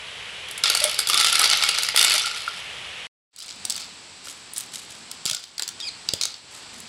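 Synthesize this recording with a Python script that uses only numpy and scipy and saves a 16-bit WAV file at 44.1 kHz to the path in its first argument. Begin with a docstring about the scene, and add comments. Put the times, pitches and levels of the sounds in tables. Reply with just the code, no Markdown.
"""Pebbles dropped into a glass tank

Handfuls of small pebbles fall into shallow water, close by. Each handful builds up, runs and settles:
stones clack on glass and on each other, the panes ring and bubbles plop. After a brief silence the
tank is heard from farther off: fingers rummage in a plastic basket, a few more pebbles drop, something
wet squeaks and the tank thumps on its stand. A small hard room echoes over a soft hiss."""
import sys
import numpy as np
from scipy import signal
from scipy.fft import rfft, irfft, next_fast_len
from scipy.io import wavfile
from scipy.ndimage import uniform_filter1d

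SR = 44100
rng = np.random.default_rng(int(sys.argv[2]) if len(sys.argv) > 2 else 0)


def dump(signal):
    """Clip the signal to [-1, 1] and save it as 16-bit WAV at the path in sys.argv[1]."""
    limited = np.clip(np.atleast_2d(signal).T, -1, 1)
    pcm = np.round(limited * 32767).astype(np.int16)
    wavfile.write(sys.argv[1], SR, pcm)


N = 303408
MOVE_S, TOP_HZ = 3.2, 15900  # when near changes to far; the highest pitch heard


def amp(db):
    """Turn decibels into a gain. A decay_s below is the time a sound takes to fade by 60 dB."""
    return 10 ** (np.asarray(db) / 20)

def unit(x):
    """Scale a sound to an average (rms) level of 1."""
    return x / np.sqrt(np.mean(x ** 2) + 1e-20)

def along(points, hz):
    """Read between (pitch_hz, value) points on a log pitch scale."""
    pitches, values = np.transpose(points)
    return np.interp(np.log(hz + 1), np.log(pitches + 1), values)

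def clock(size):
    """The time of each sample in seconds."""
    return np.arange(size) / SR

def filtered(x, response):
    """Scale each frequency in a sound by the gain that response gives it."""
    size = next_fast_len(len(x) + min(len(x), 8192))
    return irfft(rfft(x, size) * response(np.fft.rfftfreq(size, 1 / SR)), size)[:len(x)]

def coloured(x, points, size=2048):
    """Shape the tone by (pitch_hz, gain_db) points, with no ringing ahead of a hit (minimum phase)."""
    cepstrum = irfft(np.log(amp(along(points, np.fft.rfftfreq(size, 1 / SR)))))
    cepstrum[1:size // 2] *= 2
    cepstrum[size // 2 + 1:] = 0
    return signal.fftconvolve(x, irfft(np.exp(rfft(cepstrum))))[:len(x)]

def add(track, start_s, sound):
    """Mix a sound into a track at the given time."""
    part = track[max(round(start_s * SR), 0):][:len(sound)]
    part += sound[:len(part)]

def swell(start_s, db, rise_s, hold_s, fall_db_per_s):
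    """A gain that rises, holds and then fades."""
    t = clock(N) - start_s
    return np.clip(t / rise_s, 0, 1) * amp(db - fall_db_per_s * np.maximum(t - rise_s - hold_s, 0))

# Tone of the hiss, near and far: pitch_hz, gain_db
NEAR_HISS_TONE = [(30, -30), (60, -7.5), (160, -9), (300, -19), (430, -8), (750, -9.5), (1400, -7.5),
                  (2200, -2), (3100, 0.5), (4300, -10), (7700, -21), (10500, -21.5), (12500, -42.5),
                  (16000, -62.5)]
FAR_HISS_TONE = [(18, -46), (30, -17), (86, -2.5), (233, -4), (526, -6), (584, -7), (801, -3.5), (1910, -5),
                 (2480, -2.5), (4080, -2.5), (4650, -1), (6380, -10.5), (7870, -8), (10500, -22),
                 (16000, -57)]
# Loudness of the hiss, near and far: time_s, level_db
NEAR_HISS_LEVELS = [(0, -37), (.6, -36), (1.5, -35.5), (2.3, -39.5), (2.6, -36), (3.07, -36.5)]
FAR_HISS_LEVELS = [(3.33, -62), (3.45, -47.5), (3.63, -42), (4.15, -44.3), (5.25, -43), (5.44, -51.5),
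                   (5.6, -49), (5.78, -43.5), (6.16, -42.5), (6.42, -48.5), (6.55, -42.5), (6.88, -42.5)]

def hiss(tone, levels, sheen_db, sheen_hz=7850, width_hz=350):
    """Background noise with a narrow bright band in the treble; its level drifts and dips."""
    sheen = lambda f: 1 + amp(sheen_db) / (1 + ((f - sheen_hz) / width_hz) ** 2)
    noise = unit(filtered(rng.standard_normal(N), lambda f: amp(along(tone, f)) * sheen(f)))
    times, db = np.transpose(levels)
    return amp(np.interp(clock(N), times, db, left=-150, right=-150)) * noise

# Swells of a low drone: start_s, level_db
DRONE_SWELLS = [(3.52, -56.5), (4.53, -57), (4.9, -60.5), (6.68, -53)]

def drone(hz=225, width_hz=34):
    """A narrow band of low noise swells and fades in the room."""
    band = filtered(rng.standard_normal(N), lambda f: np.exp(-.5 * ((f - hz) / width_hz) ** 2))
    gain = sum(swell(*row, rise_s=0.079, hold_s=0.076, fall_db_per_s=50) for row in DRONE_SWELLS)
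    return gain * unit(band)

# How long the room rings: pitch_hz, decay_s
ROOM_DECAY = [(200, 0.14), (600, 0.28), (1500, 0.4), (4000, 0.39), (8000, 0.15), (15000, 0.17)]

def room(x, size=11025, count=12, build_s=0.0074):
    """The walls return a blurred echo that changes as pebbles land in different places."""
    hz, t, noise = signal.stft(rng.standard_normal((count, size)), SR, nperseg=256)
    fading = noise * amp(-60 * t / along(ROOM_DECAY, hz)[:, None])
    tails = signal.istft(fading, SR, nperseg=256)[1][:, :size]
    tails *= 1 - np.exp(-(clock(size) / build_s) ** 2)
    echo = np.zeros(N)
    for k, piece in enumerate(np.array_split(np.arange(N), 4 * count)):
        tail = tails[k % count]
        add(echo, piece[0] / SR, signal.fftconvolve(x[piece], tail / np.linalg.norm(tail)))
    return echo

# Notes at which the tank and its water ring: pitch_hz, width_hz, gain_db
TANK_NOTES = [(390, 90, 4.5), (625, 54, -27), (850, 30, 13), (1260, 140, -8.5), (1377, 34, 20.5),
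              (2215, 22, 21.5), (2820, 45, 5), (2910, 88, 3.5), (3445, 180, 5), (3370, 39, 7),
              (4300, 70, -33.5), (4000, 70, -19), (4640, 410, 3), (5360, 74, -10.5), (5900, 70, -9),
              (7490, 280, -30.5), (8780, 170, -21), (9300, 83, -15.5)]

def glass(hits):
    """The panes and the air between them ring on after each blow."""
    def response(f):
        return sum((-1) ** k * amp(db) * 1j * f * width / (hz * hz - f * f + 1j * f * width)
                   for k, (hz, width, db) in enumerate(TANK_NOTES))
    return filtered(hits, response)

# The tank bumps its stand: start_s, level_db, pitch_hz, decay_s
STAND_THUMPS = [(5.254, -24, 168.5, 0.037), (5.313, -32, 149, .045), (6.089, -31, 190, 0.028),
                (6.136, -15, 141, 0.025)]

def thumps(size=8192):
    """A heavy landing pushes the tank against its stand: one low swing and a dull rattle."""
    track, t = np.zeros(N), clock(size)
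    dull_tone = [(40, -1), (150, -5), (600, -8), (1500, -38), (4000, -53)]
    for start_s, db, hz, decay_s in STAND_THUMPS:
        dull = unit(coloured(rng.standard_normal(size), dull_tone))
        swing = np.sin(2 * np.pi * hz * t)
        add(track, start_s, amp(db - 60 * t / decay_s) * (swing + 0.77 * dull))
    return coloured(track, [(25, -8.5), (90, 2.5)])

# The slides of a wet squeak: start_s, length_s, pitch_hz, start_level_db
SQUEAK_SLIDES = [(5.807, .011, 1840, -25), (5.821, 0.023, 1650, -29), (5.84, 0.055, 2515, -27.5)]
# Tone of the body that squeaks: pitch_hz, gain_db
SQUEAK_BODY = [(1700, -18), (2500, -5), (3300, -1), (4600, 1), (5600, -8), (7300, -19), (9500, -20),
               (12000, -35), (15000, -42)]

def squeak(sag_s=0.088, grip_s=0.0027, grow_db_per_s=105, roughness=0.024, shimmer_db=2):
    """Wet surfaces stick and slip unevenly; each slide grows louder as its pitch sags."""
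    track = np.zeros(N)
    for start_s, length_s, hz, db in SQUEAK_SLIDES:
        t = clock(int(length_s * SR))
        waver, grip = unit(uniform_filter1d(rng.standard_normal((2, SR)), size=110))[:, :len(t)]
        pitch = hz * (1 - (t / sag_s) ** 3.2) * (1 + roughness * waver)
        phase = 2 * np.pi * np.cumsum(pitch) / SR
        slips = unit(sum(np.sin(k * phase) for k in range(1, 6)))
        touch = np.clip(np.minimum(t, length_s - t) / grip_s, 0, 1)
        add(track, start_s, touch * amp(db + grow_db_per_s * t + shimmer_db * grip) * slips)
    return coloured(track, SQUEAK_BODY)

def rattle(hits_per_s, decay_s, tone, scatter_db=22):
    """Many light stone taps of uneven strength, each a tiny burst of noise."""
    when, strength = rng.random((int(hits_per_s * N / SR), 2)).T
    blows = np.bincount((when * (N - 1)).astype(int), amp(scatter_db * strength) ** 2, N)
    fade = amp(-60 * clock(1024) / decay_s)
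    energy = np.abs(signal.fftconvolve(blows, fade ** 2)[:N])
    return unit(coloured(np.sqrt(energy) * rng.standard_normal(N), tone))

# Finger strokes through the basket: start_s, level_db
FINGER_STROKES = [(4.235, -37.5), (4.54, -35), (4.71, -36.5), (4.88, -44.5), (6.5, -44.5), (6.715, -48.5)]
# Tone of pebbles in the basket: pitch_hz, gain_db
DRY_PEBBLE_TONE = [(300, -26.5), (1500, -0.5), (4000, 1.5), (8000, -0.5), (11000, -2), (15000, -19)]

def basket():
    """Dry pebbles shift under the fingers, stroke by stroke."""
    strokes = sum(swell(*row, rise_s=0.033, hold_s=0.016, fall_db_per_s=174) for row in FINGER_STROKES)
    return strokes * rattle(hits_per_s=370, decay_s=0.017, tone=DRY_PEBBLE_TONE)

def bubble_tone(t, hz, decay_s, climb):
    """A bubble's note: its pitch climbs by the share climb in each decay_s."""
    return np.sin(2 * np.pi * hz * t * (1 + climb / 2 * t / decay_s))

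# Large air bubbles: start_s, level_db, pitch_hz, decay_s
BIG_BUBBLES = [(.815, -23.5, 603, 0.23), (.849, -13, 603.5, 0.1), (.992, -12, 1380, 0.023),
               (1.097, -12.5, 1210, .037), (1.152, -16, 1200, 0.056), (1.245, -17, 1250, 0.059),
               (1.415, -10, 1260, 0.044), (2.14, -25.5, 614, .1), (2.478, -7, 1367, 0.024),
               (5.318, -21.5, 630, 0.022), (5.335, -22, 1450, 0.04)]

def plops(drip_start_s=2.239, drip_gap_s=0.025, drip_hz=1378, drip_decay_s=0.068):
    """Pockets of air ring as they close under the surface."""
    track, t = np.zeros(N), clock(11025)
    drips = []  # water runs off the lifted hands in a fading string of similar bubbles
    for k, (late, detune) in enumerate(rng.standard_normal((6, 2))):
        start_s = drip_start_s + drip_gap_s * (k + 0.119 * late)
        drips.append((start_s, -19.5 - 2 * k, drip_hz * (1 + 0.023 * detune), drip_decay_s))
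    for start_s, db, hz, decay_s in BIG_BUBBLES + drips:
        gain = amp(db - 60 * t / decay_s) * (1 - np.exp(-t / 0.0012))
        add(track, start_s, gain * bubble_tone(t, hz, decay_s, climb=0.058))
    return track

def fizz(bubbles_per_s=300, hz=3820, decay_s=0.022, size=1024):
    """Tiny bubbles ring at random times, each with its own pitch and life."""
    count, t = int(bubbles_per_s * N / SR), clock(size)
    draws = rng.standard_normal((count, 3))
    starts = rng.integers(0, N, (count, 1))
    pitch = np.clip(hz * np.exp(0.27 * draws[:, :1]), 100, TOP_HZ)
    life_s = decay_s * np.exp(0.33 * draws[:, 1:2])
    tones = bubble_tone(t, pitch, life_s, climb=0.24) * amp(-60 * t / life_s)
    return unit(np.bincount((starts + np.arange(size)).ravel(), tones.ravel())[:N])

# Pebbles that reach a bare pane: start_s, level_db
PANE_KNOCKS = [(.7, -22), (.75, -21), (1.098, -23), (1.162, -28), (1.395, -19), (1.421, -21), (1.457, -21),
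               (1.533, -25), (1.786, -26), (1.945, -21), (2.03, -24.5), (2.165, -27.5), (3.777, -30),
               (4.272, -28.5), (5.595, -21), (5.622, -28.5), (6.253, -36)]
# Hollow tone of the pane: pitch_hz, gain_db
PANE_TONE = [(150, -23), (450, -2), (750, 0.5), (1000, -4.5), (1400, -0.5), (2200, -3.5), (5000, -22)]

def knocks(decay_s=0.04, size=4096):
    """A pane gives a short dull knock when hit directly."""
    track, t = np.zeros(N), clock(size)
    for start_s, db in PANE_KNOCKS:
        hollow = unit(coloured(rng.standard_normal(size), PANE_TONE))
        add(track, start_s, amp(db - 60 * t / decay_s) * hollow)
    return track

# Handfuls let go into the tank: start_s, level_db, rise_s, hold_s, fall_db_per_s
HANDFULS = [(0.634, -24, 0.011, 0.057, 37), (1.064, -22, 0.095, 0.36, 25.5),
            (1.672, -24.5, 0.01, 0.016, 52.5), (1.95, -20, 0.032, 0.15, 56.5),
            (3.364, -38.5, 0.035, 0.024, 92), (3.465, -36, 0.0076, 0.015, 142),
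            (3.695, -36.5, .012, 0.095, 142), (5.251, -30, 0.0092, 0.015, 112),
            (6.215, -38, .015, 0.06, 170)]

def tumbling():
    """How strongly the loose pebbles move: each handful builds up, runs and settles."""
    return np.sqrt(sum(swell(*row) ** 2 for row in HANDFULS))

# Tone of pebbles tumbling in the tank: pitch_hz, gain_db
TUMBLE_TONE = [(120, -51.5), (250, -20), (400, -10), (850, -6), (980, -13), (1330, 8.5), (1620, -8.5),
               (2210, 2.5), (2400, 0.5), (3490, -1), (4860, 6), (6700, -5), (7500, -1.5), (11100, -14),
               (13000, -21.5), (16000, -23.5)]

def pours(flow):
    """Pebbles tumble over each other and drag small bubbles under the water."""
    stones = rattle(hits_per_s=330, decay_s=0.012, tone=TUMBLE_TONE)
    return flow * (amp(-2.5) * stones + amp(-5.5) * fizz())

# Tone of one pebble's crack: pitch_hz, gain_db
CRACK_TONE = [(60, -31.5), (200, -23.5), (400, -8), (900, -6.5), (1800, -6.5), (3500, 0), (5000, 1),
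              (6500, -1), (9000, -2.5), (11500, -6.5), (13000, -13), (16000, -10)]

def pebble_hit(start_s, hz, treble_db, hold_s=0.00121, size=2048):
    """One pebble strikes: a brief crack, a main note and four stray notes, all dying fast."""
    t = clock(size)
    # later on, a deep bed of pebbles covers the floor and hits die sooner
    decay_s, ring_db = (0.02, -3.5) if start_s < MOVE_S else (0.015, -2.5)
    stray_hz = hz * np.exp(.4 * rng.standard_normal((4, 1)))
    strays = amp(-9.5) * np.sin(2 * np.pi * stray_hz * t).sum(0)
    crack = unit(coloured(rng.standard_normal(size), CRACK_TONE))
    ring = amp(ring_db) * np.sin(2 * np.pi * hz * t)
    # echoes between the panes hold the level for a moment before it falls
    gain = amp(-60 * np.maximum(t - hold_s, 0) / decay_s) * (1 - np.exp(-t / 0.00013))
    tone = [(1300, -1), (2600, 0.009), (5500, 0), (8500, treble_db)]
    hit = coloured((crack + strays + ring) * gain, tone)
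    return hit / np.sqrt(np.sum(hit ** 2) / (0.0025 * SR))  # as much energy as 2.5 ms at level 1

def light_clacks(flow, hits_per_s=28, hz=4224):
    """Lighter hits fall at random, as strong as the flow of pebbles."""
    track, count = np.zeros(N), int(hits_per_s * N / SR)
    for when, softness, detune, edge in rng.uniform(-1.1, 1, (count, 4)):
        start_s = (when + 1) / 2 * (N - 1) / SR
        gain = flow[int(start_s * SR)] * amp(2 - 0.5 * softness)
        hit = pebble_hit(start_s, hz * np.exp(0.22 * detune), treble_db=2 + 5 * edge)
        add(track, start_s, gain * hit)
    return track

# The loudest pebble hits: start_s, level_db, pitch_hz, treble_db
LOUD_HITS = [(.4856, -31, 3150, 0), (.511, -27, 2860, 7), (.578, -24.5, 2550, 9), (.6372, -9, 5060, -5),
             (.657, -15, 3430, -17), (0.6997, -10, 3930, -2), (.7496, -11.5, 4550, 4.5),
             (0.772, -16.5, 4550, 0), (.802, -17.5, 4930, 1), (0.8399, -9, 9300, 2.5),
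             (.895, -19, 4360, -1), (0.913, -24.5, 2910, 9), (0.944, -21, 4500, -2),
             (0.99, -10.5, 5040, 3.5), (1.0011, -19.5, 4330, 6), (1.072, -15.5, 4900, 0),
             (1.0883, -15.5, 4600, 7), (1.0985, -11.5, 3060, 5.5), (1.1318, -15, 3500, -5),
             (1.1427, -11.5, 3720, 0.5), (1.175, -11.5, 5100, 1), (1.1986, -13.5, 4480, 0),
             (1.2104, -11.5, 3740, 0), (1.2452, -10.5, 3660, -1), (1.2698, -14.5, 4030, -1),
             (1.2979, -17.5, 4150, 1), (1.327, -12.5, 3460, 4.5), (1.3545, -12.5, 3660, 2),
             (1.394, -9.5, 5860, 6), (1.416, -14, 3770, 12), (1.441, -9.5, 3670, -8),
             (1.4574, -14.5, 4740, -8), (1.4994, -12, 4750, 1), (1.5127, -12.5, 4200, -12),
             (1.5324, -12, 3670, -18), (1.624, -15, 3630, -17), (1.6359, -12, 3124, -3),
             (1.6899, -10.5, 4605, 0), (1.785, -13.5, 4760, -3), (1.833, -15, 4600, 5),
             (1.8872, -15, 4970, 0), (1.9613, -10, 3380, 5), (1.9747, -9, 5100, 0), (1.993, -10.5, 3620, 2),
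             (2.012, -10.5, 6050, 0), (2.0274, -11, 3540, 8), (2.0464, -9.5, 7800, 3.5),
             (2.1193, -14, 3560, 2), (2.139, -14.5, 2830, 5), (2.18, -14.5, 4710, 2),
             (2.259, -19.5, 4350, 1), (2.3451, -37, 3910, -16), (3.362, -38, 4410, 5.5),
             (3.3894, -35, 4870, 12), (3.6515, -18, 8680, 1), (3.6982, -18, 7570, 1),
             (3.704, -18.5, 8000, 2), (3.7228, -24, 5370, -1), (3.763, -26, 7950, 2),
             (3.778, -26, 3580, -1), (4.2838, -31, 3130, -4), (4.535, -26.5, 9460, 20),
             (4.58, -18.5, 7240, 33), (4.607, -27, 8700, 6), (5.114, -25, 5250, 4.5),
             (5.2544, -18.5, 4780, 6), (5.261, -17.5, 7240, -3), (5.2976, -17, 4130, 1),
             (5.3114, -17.5, 3460, 2), (5.3317, -22, 4870, -3), (5.3475, -19.5, 7440, -2),
             (5.3667, -27, 5060, -13), (5.439, -30, 4900, -5), (5.5807, -24.5, 4700, -3),
             (5.5953, -19.5, 4760, 0), (5.622, -19.5, 7400, -5.5), (5.6323, -25, 4670, -2),
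             (5.678, -23.5, 7350, 1), (5.6886, -23.5, 5650, -1), (5.8016, -27, 4650, -9),
             (6.0884, -13.5, 4960, -10), (6.136, -14.5, 4900, 0.5), (6.212, -15, 4240, -4),
             (6.219, -22, 4260, -11), (6.226, -23, 4370, -3), (6.235, -15.5, 4160, -5),
             (6.2536, -17.5, 6700, -3), (6.3414, -31, 4500, -16), (6.8026, -32.5, 4200, 19)]

def clacks():
    """Single pebbles strike glass and stone; hard hits have more treble."""
    track = np.zeros(N)
    for start_s, db, hz, treble_db in LOUD_HITS:
        add(track, start_s, amp(db) * pebble_hit(start_s, hz, treble_db))
    return track

# Tone from just above the water, and from beside the tank: pitch_hz, gain_db
ABOVE_TONE = [(300, -5), (3000, 0.5), (6500, -3), (11300, 3.5), (13000, -10), (16000, -12)]
BESIDE_TONE = [(300, -10), (2000, -7), (3800, -0.5), (6000, 0), (8000, 2.5), (10000, -1), (15000, -6.5)]

def scene():
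    """First close over the water, where the tank rings strongly; then from the side, with less echo."""
    close, flow = clock(N) < MOVE_S, tumbling()
    hits, bubbles = clacks() + light_clacks(flow), plops()
    solids = hits + knocks() + pours(flow) + basket() + squeak() + thumps()
    near = solids * close + amp(-6.5) * glass(hits * close)
    # bubbles sit down at the waterline and reach the room only weakly
    near += bubbles * close + amp(-7.5) * room(near + amp(-7) * bubbles * close)
    far = (solids + bubbles) * ~close + amp(-13) * glass(hits * ~close)
    far += amp(-11.5) * room(far)
    air = hiss(NEAR_HISS_TONE, NEAR_HISS_LEVELS, sheen_db=-2.5)
    air += hiss(FAR_HISS_TONE, FAR_HISS_LEVELS, sheen_db=2)
    return (coloured(near, ABOVE_TONE) + coloured(far, BESIDE_TONE) + air + drone())[None]

# The silence between near and far: start_s, end_s
SILENCE = (3.086, 3.305)

def record(dry, near_limit=0.86, far_limit=0.43, fade_out_s=0.014, fade_in_s=0.034):
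    """The sharpest peaks are rounded off, the sound pauses briefly, and the highest treble is cut."""
    t = clock(N)
    limit = np.where(t < MOVE_S, near_limit, far_limit)
    rounded = dry[0] / (1 + np.abs(dry[0] / limit) ** 6) ** (1 / 6)
    before = np.clip((SILENCE[0] - t) / fade_out_s, 0, 1)
    after = np.clip((t - SILENCE[1]) / fade_in_s, 0, 1)
    return filtered(rounded * (before + after) ** 2, lambda hz: 1 / (1 + (hz / TOP_HZ) ** 120))[None]


dry = scene()
out = record(dry)
dump(out)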